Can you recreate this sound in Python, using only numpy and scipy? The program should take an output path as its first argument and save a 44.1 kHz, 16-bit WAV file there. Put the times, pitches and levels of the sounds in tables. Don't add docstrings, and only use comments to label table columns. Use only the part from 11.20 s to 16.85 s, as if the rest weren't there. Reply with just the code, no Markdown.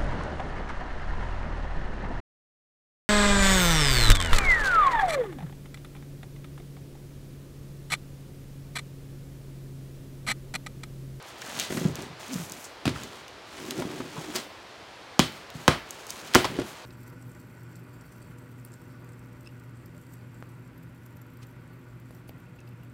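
import sys
import numpy as np
from scipy import signal
from scipy.fft import rfft, irfft, next_fast_len
from scipy.io import wavfile
from scipy.ndimage import uniform_filter1d

SR = 44100
rng = np.random.default_rng(int(sys.argv[2]) if len(sys.argv) > 2 else 0)


def unload_wav(signal):
    wavfile.write(
        sys.argv[1],
        SR,
        np.round(np.clip(np.atleast_2d(signal).T, -1, 1) * 32767).astype(np.int16),
    )


N = 249297
TIME = np.arange(N) / SR

# start_s, attack_s, hold_s, scrape_db, drone_db, crackle_db
RUBS = [(0.021, 0.056, .01, -46, -52, -50), (0.144, 0.23, .06, -33.5, -39.5, -37.5),
        (0.492, 0.013, 0.15, -38.5, -29.5, -41.5), (0.716, 0.054, 0.05, -39, -34.5, -49),
        (0.985, 0.016, .01, -39.5, -49, -45), (1.028, 0.079, 0.1, -40, -45, -40.5),
        (1.287, 0.033, 0.0092, -41.5, -40, -44.5), (1.741, .015, .08, -40.5, -39, -47),
        (1.897, 0.032, 0.036, -43.5, -47, -53), (4.113, 0.025, .04, -46, -47.5, -58),
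        (4.331, .016, 0.12, -47.5, -44, -52), (4.644, 0.028, 0.18, -47, -54, -51),
        (4.87, 0.025, 0.24, -43, -47, -46), (5.27, 0.041, 0.07, -40.5, -32.5, -55),
        (5.427, .03, .14, -45.5, -54, -54)]
# pitch_hz, level_db
DRONE_TONE = [(50, -21), (100, -12.5), (160, -6.5), (240, -2.5), (340, -7), (430, -2), (600, -25.5),
              (1000, -38), (2000, -57)]
# pitch_hz, level_db
SCRAPE_TONE = [(250, -41), (600, 6), (1100, 2), (2200, -2.5), (3500, -4.5), (5500, -11), (9000, -15),
               (15000, -32)]
# pitch_hz, level_db
CRACKLE_TONE = [(2000, -43), (4000, -9), (6500, 4.5), (9500, -8.5), (15000, -9)]
# pitch_hz, level_db, fade_s
BOX_NOTES = [(71, -3, 0.098), (95, -27, 0.099), (126, -0.5, 0.31), (157.7, 4, 0.18), (248, -1, 0.14),
             (290.4, -7, 0.092), (363.3, 2.5, 0.26), (553, -2, 0.13), (988, 5, 0.094), (1160, -26, 0.14),
             (1384, -4, 0.17), (1613, 0, 0.16), (1994, 1.5, 0.19), (2368, -26, .12), (2500, 2.5, 0.17),
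             (3050, 4, 0.33), (3323, 7.5, 0.18)]
# pitch_hz, width_hz, depth (0 to 1)
LID_GAPS = [(452, 420, 0.29), (886, 700, 0.38)]
# start_s, level_db, pitch_hz
TICKS = [(0.0263, -31, 7440), (0.2184, -22, 4230), (0.3905, -15, 3630), (0.3985, -10, 4070),
         (0.4044, -19, 4250), (0.7557, -19.5, 5970), (0.8225, -25.5, 6400), (1.1338, -23.5, 6400),
         (1.1418, -20, 5560), (1.2974, -27, 6230), (1.3209, -18, 6430), (1.8352, -23.5, 3900),
         (2.0812, -32, 3370), (2.5087, -15.5, 3620), (3.1557, -22, 6740), (3.1607, -14.5, 5700),
         (3.1644, -15.5, 3670), (4.1225, -34, 3990), (4.3026, -30, 3210), (4.7077, -20, 7440),
         (4.8678, -24.5, 6230), (4.9054, -16, 5940), (5.0739, -29, 4360)]
# start_s, length_s, level_db
SWISHES = [(0.05, 0.07, -57), (0.485, 0.13, -45.5), (1.088, 0.24, -49), (1.35, 0.13, -50.5),
           (4.11, 0.089, -62), (4.338, 0.17, -60), (5.418, 0.14, -52)]
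# pitch_hz, level_db
SKIN_TONE = [(3000, -20), (6000, 3.5), (9000, 0), (12000, 0), (15500, -6.5)]
# start_s, level_db, pitch_hz, fade_s
SCUFFS = [(0.219, -31.5, 1880, 0.039), (0.266, -43.5, 1270, 0.33), (0.393, -31.5, 2490, 0.1),
          (0.401, -33.5, 3480, 0.3), (.571, -29, 1600, 0.07), (1.132, -35, 5870, 0.024),
          (1.441, -38.5, 6550, 0.1), (1.758, -31, 1150, 0.053), (2.621, -28.5, 830, 0.05),
          (2.803, -31.5, 1130, 0.045), (2.965, -35.5, 890, 0.16), (3.154, -31.5, 5000, 0.092),
          (4.0, -31, 2680, 0.15), (4.893, -34, 5500, 0.045), (5.243, -19, 1030, 0.067),
          (5.243, -20.5, 4300, 0.032)]
# start_s, level_db, pitch_hz, slap_db (added to level_db)
THUDS = [(0.505, -23, 322, -5), (.524, -22, 337, -3), (0.571, -25, 307, 2.5), (0.578, -23.5, 223, -17),
         (0.6519, -16, 154, -26), (0.658, -20.5, 184, -30), (0.786, -32, 161, -19), (0.903, -38, 136, -16),
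         (1.157, -27, 159, -16), (1.655, -22, 208, 7), (1.667, -20, 139, -4), (1.6777, -13, 225, -3),
         (1.693, -32.5, 280, 11.5), (1.755, -36.5, 91, -3), (1.817, -32, 255, -20), (2.485, -30, 260, -20),
         (2.598, -23.5, 300, -14), (2.621, -23, 258, -4), (2.652, -24, 202, -26), (2.802, -26, 266, -8),
         (2.98, -31, 151, -7), (4.353, -34, 132, -22), (5.252, -15.5, 380, -0.5), (5.3884, -14.5, 270, -13),
         (5.398, -30.5, 300, 8.5), (5.407, -20.5, 313, -23), (5.417, -35, 204, 7)]
# time_s, slips_per_s, level_db
GROAN = [(1.085, 200, -52), (1.105, 260, -35), (1.13, 235, -33), (1.15, 190, -34), (1.18, 170, -35),
         (1.21, 175, -33), (1.24, 150, -52)]
# time_s, lid_db, tape_db
KNIFE_STROKE = [(2.26, -52, -64), (2.39, -44.5, -50.5), (2.5, -37.5, -47.5), (2.506, -39, -45),
                (2.538, -40, -54.5), (2.598, -29.5, -41.5), (2.632, -34, -54), (2.79, -38, -50.5),
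                (2.802, -36.5, -54.5), (2.926, -48, -54.5), (2.984, -38.5, -48.5), (3.134, -42, -51),
                (3.162, -34.5, -30.5), (3.176, -37, -39), (3.254, -54, -62), (3.28, -56, -65)]
# pitch_hz, level_db, fade_s
LID_NOTES = [(259, -13, .06), (311.6, 4, 0.14), (365.7, 0, 0.23)]
# start_s, boom_db, boom_hz, clap_db, clap_hz, crack_db
SNAPS = [(3.9933, -8, 205, -4, 780, -1), (4, -25, 262, -6, 2240, -24), (4.4794, -11, 205, 3.5, 833, -4.5),
         (4.482, -5.5, 505, -28, 1070, -10.5), (5.1376, -48, 300, -40, 1700, -17),
         (5.1444, -31, 300, -9.5, 1700, -27), (5.149, -12, 303, -3, 1350, 2.5),
         (5.1545, -10, 215, 3.5, 930, -9), (5.161, -7, 345, -11, 1090, -13)]
# pitch_hz, level_db
TEAR_TONE = [(100, 4), (300, -11), (1000, -1), (3000, 23), (6000, -35), (10000, 4), (15000, 9)]
# pitch_hz, level_db
WALL_TONE = [(60, -3), (160, -5), (400, -3), (1000, -1), (2500, -3), (5000, 8), (10000, -14.5), (15000, 3)]
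# pitch_hz, fade_s
ROOM_FADE = [(100, 0.37), (700, 0.21), (2000, 0.46), (5000, 0.1), (13000, 0.52)]
# pitch_hz, level_db
HISS_TONE = [(15, -62), (25, -32), (49, -11.5), (127, -9), (166, -20), (195, -9), (229, -17), (293, -8.5),
             (394, -7.5), (863, -8), (4370, -18), (16000, -45.5)]


def from_db(db):
    return 10 ** (np.asarray(db) / 20)


def rms_one(x):
    return x / np.sqrt(np.mean(x ** 2) + 1e-20)


def at_hz(table, hz):
    pitches, values = np.transpose(table)
    return np.interp(np.log(np.maximum(hz, 1)), np.log(pitches), values)


def coloured(x, tone):
    size = next_fast_len(len(x))
    gains = from_db(at_hz(tone, np.fft.rfftfreq(size, 1 / SR)))
    return rms_one(irfft(rfft(x, size) * gains, size)[:len(x)])


def add(track, start_s, sound):
    i = max(int(start_s * SR), 0)
    track[i:i + len(sound)] += sound[:N - i]


def dying(t, fade):
    return np.exp(-np.log(1000) * t / fade)


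def swing(hz, cycles, rise):
    turns = TIME[:SR // 8] * hz
    bend = np.sin(2 * np.pi * turns) * dying(turns, cycles) * (1 - np.exp(-turns / rise))
    pressure = np.diff(bend, prepend=0)
    return pressure / np.abs(pressure).max()


def burst(tone, fade_s):
    t = TIME[:SR // 6]
    return coloured(rng.standard_normal(len(t)), tone) * dying(t, fade_s)


def slips(per_s, spread_db):
    sizes = from_db(spread_db * np.minimum(rng.exponential(1, N), 4))
    return (rng.random(N) < per_s / SR) * sizes * rng.choice([-1, 1], N)


def blade_levels():
    times, lid_db, tape_db = np.transpose(KNIFE_STROKE)
    touching = (TIME > times[0]) & (TIME < times[-1])
    return np.interp(TIME, times, lid_db), np.interp(TIME, times, tape_db), touching


def friction(release_s=0.087):
    lid_db, tape_db, touching = blade_levels()
    card_db = -41 + 0.78 * (tape_db + 50)
    strengths = touching * from_db([card_db, lid_db - 1, tape_db + 3.5])
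    for start_s, attack_s, hold_s, *levels_db in RUBS:
        corners_s = start_s + np.cumsum([0, attack_s, hold_s, release_s])
        strengths += np.outer(from_db(levels_db), np.interp(TIME, corners_s, [0, 1, 1, 0]))
    return strengths


def sliding(drone_db=-4, scrape_db=-2, crackle_db=-4):
    scrape, drone, crackle = friction()
    return (from_db(drone_db) * drone * coloured(slips(per_s=630, spread_db=5.5), DRONE_TONE)
            + from_db(scrape_db) * scrape * coloured(slips(per_s=6000, spread_db=6.5), SCRAPE_TONE)
            + from_db(crackle_db) * crackle * coloured(slips(per_s=3500, spread_db=6.5), CRACKLE_TONE))


def ringing(force, notes):
    t = TIME[:SR // 3]
    ring = sum(from_db(db) * np.cos(2 * np.pi * hz * t) * dying(t, fade_s) for hz, db, fade_s in notes)
    return signal.fftconvolve(force, ring / np.linalg.norm(ring))[:N]


def hollowed(x):
    for hz, width_hz, depth in LID_GAPS:
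        x = x - depth * signal.lfilter(*signal.iirpeak(hz, hz / width_hz, fs=SR), x)
    return x


def ticks(tick_db=1, fray_db=-11):
    out = np.zeros(N)
    for start_s, db, hz in TICKS:
        add(out, start_s, from_db(db + tick_db) * swing(hz, cycles=5.4, rise=0.008))
        add(out, start_s, from_db(db + fray_db) * burst(CRACKLE_TONE, fade_s=0.0083))
    return out


def crinkles(per_s=45, crinkle_db=9, lowest_hz=4550):
    out = np.zeros(N)
    _, _, crackle = friction()
    for place, size, octaves in rng.random((int(per_s * N / SR), 3)):
        db = crinkle_db + min(-np.log(1 - size), 3)
        ping = swing(lowest_hz * 2 ** octaves, cycles=3.0, rise=0.26)
        add(out, place * N / SR, crackle[int(place * N)] * from_db(db) * ping)
    return out


def swishes():
    speed = np.zeros(N)
    for start_s, length_s, db in SWISHES:
        add(speed, start_s, from_db(db) * np.sin(np.linspace(0, np.pi, int(length_s * SR))))
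    return speed * coloured(rng.standard_normal(N), SKIN_TONE)


def scuffs(width=0.56, rise_s=0.0014):
    out, t = np.zeros(N), TIME[:SR // 3]
    for start_s, db, hz, fade_s in SCUFFS:
        band = signal.iirpeak(hz, 1 / width, fs=SR)
        rub = signal.lfilter(*band, rng.standard_normal(len(t)))
        rub = rms_one(signal.lfilter(*band, rub))
        add(out, start_s, from_db(db) * rub * dying(t, fade_s) * (1 - np.exp(-t / rise_s)))
    return out


def heave(hz=80):
    return swing(hz, cycles=2.0, rise=0.45)


def thuds(slap_db=-6, heave_db=-18):
    out = np.zeros(N)
    for start_s, db, hz, own_slap_db in THUDS:
        panel = swing(hz, cycles=3.9, rise=0.49)
        add(out, start_s, from_db(db) * (panel + from_db(heave_db) * heave()))
        add(out, start_s, from_db(db + own_slap_db + slap_db) * burst(SCRAPE_TONE, fade_s=0.025))
    return out


def groan(overtone=0.0529, wobble=0.09, grip_db=1.5):
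    times, per_s, db = np.transpose(GROAN)
    unsteady, grip = rms_one(uniform_filter1d(rng.standard_normal((2, N)), SR // 150, axis=1))
    pitch_hz = np.interp(TIME, times, per_s) * (1 + wobble * unsteady)
    phase = 2 * np.pi * np.cumsum(pitch_hz) / SR
    level = np.interp(TIME, times, from_db(db), left=0, right=0) * from_db(grip_db * grip)
    return level * (np.sin(phase) + overtone * np.sin(2 * phase))


def knife(per_s=140, uneven=0.25, knife_db=-5):
    lid_db, _, touching = blade_levels()
    gaps, sizes = np.exp(uneven * rng.standard_normal((600, 2))).T
    times = KNIFE_STROKE[0][0] + np.cumsum(gaps) / per_s
    catches = np.bincount((times * SR).astype(int), sizes, N)[:N]
    rasp = ringing(catches, LID_NOTES) * np.sqrt(SR / per_s)
    return touching * from_db(lid_db + knife_db) * rasp


def snaps(clap_lag_s=0.00045, boom_lag_s=0.0011, tear_db=-15, heave_db=-14):
    out = np.zeros(N)
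    for start_s, boom_db, boom_hz, clap_db, clap_hz, crack_db in SNAPS:
        crack_hz = 4800 * 2 ** (crack_db / 49)
        add(out, start_s, from_db(crack_db) * swing(crack_hz, cycles=2.9, rise=1.2))
        add(out, start_s, from_db(crack_db + tear_db) * burst(TEAR_TONE, fade_s=0.013))
        add(out, start_s + clap_lag_s, from_db(clap_db) * swing(clap_hz, cycles=2.5, rise=0.74))
        boom = swing(boom_hz, cycles=3.56, rise=0.94) + from_db(heave_db) * heave()
        add(out, start_s + boom_lag_s, from_db(boom_db) * boom)
    return out


def flap_puff(start_s=5.155, puff_db=-18):
    out = np.zeros(N)
    add(out, start_s, from_db(puff_db) * heave(hz=71))
    return out


def linger(power, fade_s):
    keep = from_db(-120 / (fade_s * SR))
    return signal.lfilter([1 - keep], [1, -keep], power)


def room(x, early_db=-6, early_fade_s=0.04, late_db=-8, build_s=0.14):
    out, noise = np.zeros(N), rng.standard_normal((2, N))
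    edges_hz = np.geomspace(45, 18000, 10)
    for k, (low, high) in enumerate(zip(edges_hz, edges_hz[1:])):
        band = signal.butter(2, [low, high], "band", fs=SR, output="sos")
        middle_hz = np.sqrt(low * high)
        power = signal.sosfilt(band, x + 1e-9 * noise[0]) ** 2
        early = from_db(early_db) ** 2 * linger(power, early_fade_s)
        late = from_db(late_db) ** 2 * linger(linger(power, build_s), at_hz(ROOM_FADE, middle_hz))
        wash = rms_one(signal.sosfilt(band, noise[k % 2]))
        out += from_db(at_hz(WALL_TONE, middle_hz)) * np.sqrt(early + late) * wash
    return out


def scene(ring_db=-16, slide_db=-3.5, tick_room_db=-4, hiss_db=-46.5):
    contacts = thuds() + snaps() + flap_puff() + from_db(slide_db) * sliding()
    box = contacts + from_db(ring_db) * ringing(contacts, BOX_NOTES)
    rubs = groan() + knife() + scuffs() + swishes()
    tape = ticks() + crinkles()
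    echoes = room(box + rubs + from_db(tick_room_db) * tape)
    hiss = from_db(hiss_db) * coloured(rng.standard_normal(N), HISS_TONE)
    return (hollowed(box + echoes) + rubs + tape + hiss)[None]


def record(dry, bass_hz=42, limit=0.93, top_hz=16000):
    bass_cut = signal.butter(2, bass_hz, "high", fs=SR, output="sos")
    treble_cut = signal.ellip(10, 0.1, 80, top_hz, fs=SR, output="sos")
    overloaded = np.clip(signal.sosfilt(bass_cut, dry), -limit, limit)
    return signal.sosfilt(treble_cut, overloaded)


dry = scene()
out = record(dry)
unload_wav(out)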